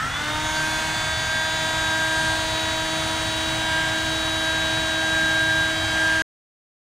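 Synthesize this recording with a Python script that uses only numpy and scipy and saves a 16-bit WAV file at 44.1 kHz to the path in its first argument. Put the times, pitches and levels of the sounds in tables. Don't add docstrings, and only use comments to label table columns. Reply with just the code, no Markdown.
import sys
import numpy as np
from scipy import signal
from scipy.fft import rfft, irfft, next_fast_len
from scipy.io import wavfile

SR = 44100
rng = np.random.default_rng(int(sys.argv[2]) if len(sys.argv) > 2 else 0)


def store_wav(level_fs):
    pcm = np.round(np.clip(np.atleast_2d(level_fs), -1, 1) * 32767)
    wavfile.write(sys.argv[1], SR, pcm.T.astype(np.int16))


N = 302685
T = np.arange(N) / SR
RIPPLE_PHASE = 2 * np.pi * 120 * T


def undb(db):
    return 10 ** (np.asarray(db) / 20)


def curves(rows):
    times, *columns = np.transpose(rows)
    return [np.interp(T, times, column) for column in columns]


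def contour(points, hz):
    frequencies, db = np.transpose(points)
    return undb(np.interp(np.log(hz), np.log(frequencies), db))


def resonances(modes, hz):
    return np.sqrt(sum((undb(db) / (1 + ((hz - f * f / hz) / (1.7 * width)) ** 2)) ** 2
                       for f, width, db in modes))


def bumps(rows, hz):
    return undb(sum(db * .5 ** ((2 * (hz - f) / width) ** 2) for f, width, db in rows))


def walk(rate):
    knots = rng.standard_normal(int(N / SR * rate) + 4)
    fine = signal.resample_poly(knots, 12, 1)
    return np.interp(T * rate, np.arange(len(fine)) / 12, fine)


def flutter(steady_db, rate, sweep_db=1.7, settle_s=.8):
    return (steady_db + sweep_db * np.exp(-T / settle_s)) * walk(rate)


def pan(db):
    return undb(np.array([[db], [-db]]) / 2)


def noise(colour):
    # (frequency [Hz], side minus mid [dB])
    width = [(60, -22.5), (150, -13), (380, -16.5), (1300, -15), (4000, -14.5), (8000, -21)]
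    size = next_fast_len(N, real=True)
    hz = np.maximum(np.fft.rfftfreq(size, 1 / SR), 1)
    mid, side = rfft(rng.standard_normal((2, size))) * colour(hz)
    side = side * contour(width, hz)
    stereo = irfft([mid + side, mid - side], size)[:, :N]
    return stereo / stereo.std()


def tone(angle, spread_db=-19, sway=.3):
    side = undb(spread_db) * rng.choice([-1, 1]) * np.cos(angle + sway * walk(1))
    mid = np.sin(angle)
    return np.sqrt(2) * np.array([mid + side, mid - side])


def throbbing_tone(angle, depth):
    start, lag = rng.uniform(0, 2 * np.pi, 2)
    return tone(angle + start) * (1 + depth * np.cos(RIPPLE_PHASE + lag))


def standing_wave(place_cm, node_cm, spacing_cm, echo):
    return np.abs(1 - echo * np.exp(2j * np.pi * (place_cm - node_cm) / spacing_cm))


def rumble(level_db=-35.5):
    # (frequency [Hz], width [Hz], relative level [dB])
    room_modes = [(27, 7.4, -4.5), (44, 13, -3.5), (70.6, 9.7, 2), (91, 14, -4), (108, 12, 2.5),
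                  (128, 22, -3.5), (150.1, 8, 1.5), (242, 30, -13)]
    return noise(lambda hz: resonances(room_modes, hz)) * undb(level_db) * pan(-1.2)


def rasp(turn, chop=.92, flicker_db=1):
    # (frequency [Hz], width [Hz], relative level [dB])
    housing_modes = [(1410, 300, 4.5), (1910, 300, -4), (3400, 250, -13.5), (8000, 1500, -22),
                     (12800, 700, -27.5)]
    # (time [s], level [dB])
    rub_levels = [(0, -34), (.3, -36.5), (.6, -40), (1, -43), (1.6, -60)]
    rub = noise(lambda hz: resonances(housing_modes, hz)) * (1 + chop * np.sin(turn))
    return rub * undb(curves(rub_levels)[0] + flicker_db * walk(25))


def air(turn, air_db, hiss_db, level_db=-29, chop=.07, throb=.025, gust_db=.38, cut_hz=155, hiss_hz=4200):
    # (frequency [Hz], relative spectral level [dB])
    flow_spectrum = [(200, -2), (260, -3.5), (400, -10), (560, -8), (720, 1), (1100, -1.5), (1750, -2),
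                     (2400, -4), (3700, -6.5), (4700, -11.5), (6400, -11), (9500, -19), (12000, -28.5),
                     (15500, -35.5)]
    # (frequency [Hz], width [Hz], gain [dB])
    barrel = [(474, 30, 4.5), (895, 80, -1), (1170, 100, -2), (1448, 72, 4), (1560, 130, -0.5),
              (1722, 58, 6), (2230, 110, -2.5), (2680, 200, -2.5), (2790, 120, 2.5), (3380, 110, 2.5),
              (5230, 250, -2.5), (6690, 220, 1), (7050, 600, -3), (7750, 250, 2)]
    rush = noise(lambda hz: contour(flow_spectrum, hz) * bumps(barrel, hz) / (1 + (cut_hz / hz) ** 8))
    hiss = signal.sosfiltfilt(signal.butter(2, hiss_hz, "highpass", fs=SR, output="sos"), rush)
    rush = rush + (undb(hiss_db) - 1) * hiss
    pulsing = 1 + chop * np.sin(2 * turn) + throb * np.cos(RIPPLE_PHASE)
    return rush * pulsing * undb(level_db + air_db + gust_db * walk(8)) * pan(.36)


def buzz(turn, buzz_db, fade_db=3, drift=.5):
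    # (shaft multiple, base level [dB])
    harmonics = [(4, -46), (8, -48), (13, -48.5), (16, -57.5), (17, -52), (18, -56), (19, -55.5),
                 (22, -55.5), (24, -54.5), (25, -54), (26, -56), (27, -59.5), (28, -54.5), (29, -56),
                 (30, -60.5), (31, -59), (32, -61), (33, -62.5), (34, -62), (36, -63.5), (39, -69),
                 (40, -65), (41, -69), (43, -68), (45, -69), (46, -68), (47, -69.5), (48, -68.5)]
    out = 0
    for multiple, db in harmonics:
        gain = undb(db + buzz_db + fade_db * walk(3.5))
        out = out + gain * throbbing_tone(multiple * turn + drift * walk(3), depth=.25)
    return out


def whistle(turn, multiple=12, flutter_db=.84, drift=.3):
    # (time [s], level [dB])
    levels = [(0, -51), (.15, -36.5), (.45, -38), (.8, -47), (1.3, -38), (1.9, -34), (2.25, -37),
              (2.55, -32.5), (3, -36), (3.5, -32), (3.8, -37.5), (4.25, -30.5), (5.9, -32.5), (6.08, -41)]
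    angle = multiple * turn + drift * walk(1.5)
    return throbbing_tone(angle, depth=.11) * undb(curves(levels)[0] + flutter(flutter_db, 20))


def whine(turn, shaft_hz, octaves, flutter_db=.72, drift=.3, aside_s=5.86, aside_length_s=.27):
    # (time [s], place along its path [cm])
    hand_path = [(0.0, 5.7), (0.3, 5.7), (0.55, 9.5), (0.85, 10), (1.25, 12.8), (1.7, 16), (2.0, 16.7),
                 (2.4, 17.3), (3.1, 18.1), (3.5, 18.7), (3.72, 22.6), (4.1, 19.1), (4.9, 19.3), (5.5, 20.4),
                 (5.85, 19.5), (6.1, 20)]
    # (shaft multiple, base level [dB],
    # growth [dB per doubling of speed], node place [cm], node spacing [cm], echo amplitude [0-1],
    # change during the swing aside [dB])
    harmonics = [(1, -39.5, 61, .1, 12.96, .69, .5), (2, -36, 90, 11.5, 13.8, 0.16, -1),
                 (3, -36, 50, 5.22, 7.2, .4, -5.5), (6, -40, 30, 8.4, 11.8, .38, -3.5),
                 (7, -42.5, -32, 3.4, 14.2, .36, 2.5), (9, -38.5, 70, 12.2, 59.3, .58, -6),
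                 (10, -36, 71, 11, 59.9, .54, 4), (11, -36.7, 90, 5.4, 14.4, .45, -6),
                 (14, -44.5, 70, 1.8, 6.5, .55, -1), (15, -42.5, 70, 7, 12.5, .46, 6.5),
                 (20, -50.5, -6, 5.4, 8.6, .5, 0), (21, -46, -12, 5.2, 17.1, .75, -7),
                 (23, -50, 30, 5.9, 6.5, 0.5, 6)]
    # (frequency [Hz], width [Hz], gain [dB])
    flares = [(925, 28, 6), (3120, 25, 7.5), (3420, 30, 4), (4700, 22, 8.5), (6530, 55, 9.5)]
    place_cm = curves(hand_path)[0]
    aside = .5 ** ((2 * (T - aside_s) / aside_length_s) ** 2)
    hz = np.arange(SR / 2)
    flare = bumps(flares, hz)
    out = 0
    for multiple, db, growth_db, node_cm, spacing_cm, echo, aside_db in harmonics:
        gain = undb(db + growth_db * octaves + aside_db * aside + flutter(flutter_db, 14))
        gain *= standing_wave(place_cm, node_cm, spacing_cm, echo)
        gain *= np.interp(multiple * shaft_hz, hz, flare)
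        out = out + gain * throbbing_tone(multiple * turn + drift * walk(1.5), depth=.11)
    return out


def blade_tone(turn, blades=5, flutter_db=.5, ripple=.19, swing_rad=.17):
    # (time [s], level [dB])
    levels = [(0, -30.5), (.22, -33), (.35, -38.5), (.63, -26), (.8, -33), (1.25, -31), (1.38, -25),
              (1.55, -31), (2, -25.5), (2.33, -26), (2.48, -39), (2.8, -34), (3.02, -38.5), (3.55, -35),
              (3.75, -25), (4.27, -34.5), (4.5, -26.5), (4.82, -30), (5.18, -23), (5.62, -22), (5.8, -32.5),
              (6.05, -20.5), (6.2, -22.5)]
    angle = blades * turn + swing_rad * np.sin(RIPPLE_PHASE)
    rough_tone = tone(angle) * (1 + ripple * np.cos(RIPPLE_PHASE))
    return rough_tone * undb(curves(levels)[0] + flutter(flutter_db, 30))


def scene(full_hz=320.82, unsteady_hz=.083, air_growth_db=8.5, buzz_growth_db=42):
    # (time [s], nozzle hiss gain [dB], motor buzz gain [dB])
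    treble = [(0, -1, 0.5), (.55, 0, 2.8), (1.4, -.5, 0.5), (2.2, 1, 1.7), (3, -.5, .5), (3.55, 1.5, -2),
              (3.78, -1, 1), (4, 1, -1), (6.2, -.5, 0)]
    hiss_db, buzz_db = curves(treble)
    shaft_hz = full_hz - 60.1 * np.exp(-T / .186) - 7.07 * np.exp(-T / 1.46)
    octaves = np.log2(shaft_hz / full_hz)
    turn = 2 * np.pi * np.cumsum(shaft_hz + unsteady_hz * walk(25)) / SR
    tones = blade_tone(turn) + whistle(turn) + whine(turn, shaft_hz, octaves)
    tones += buzz(turn, buzz_db + buzz_growth_db * octaves)
    return tones + air(turn, air_growth_db * octaves, hiss_db) + rasp(turn) + rumble()


def record(dry, end_s=6.22, top_hz=15750):
    # (frequency [Hz], lead of the left [rad])
    port_phase = [(20, -.25), (80, -.45), (180, -.7), (400, -0.69), (700, -0.55), (1100, -0.5),
                  (1700, -0.37), (3500, .08), (9000, -0.067)]
    size = next_fast_len(N, real=True)
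    hz = np.maximum(np.fft.rfftfreq(size, 1 / SR), 1)
    frequencies, radians = np.transpose(port_phase)
    lead = np.interp(np.log(hz), np.log(frequencies), radians) * np.array([[.5], [-.5]])
    heard = irfft(rfft(dry, size) * np.exp(1j * lead), size)[:, :N]
    lowpass = signal.ellip(10, .1, 80, top_hz, fs=SR, output="sos")
    return signal.sosfilt(lowpass, heard * (T < end_s))


dry = scene()
out = record(dry)
store_wav(out)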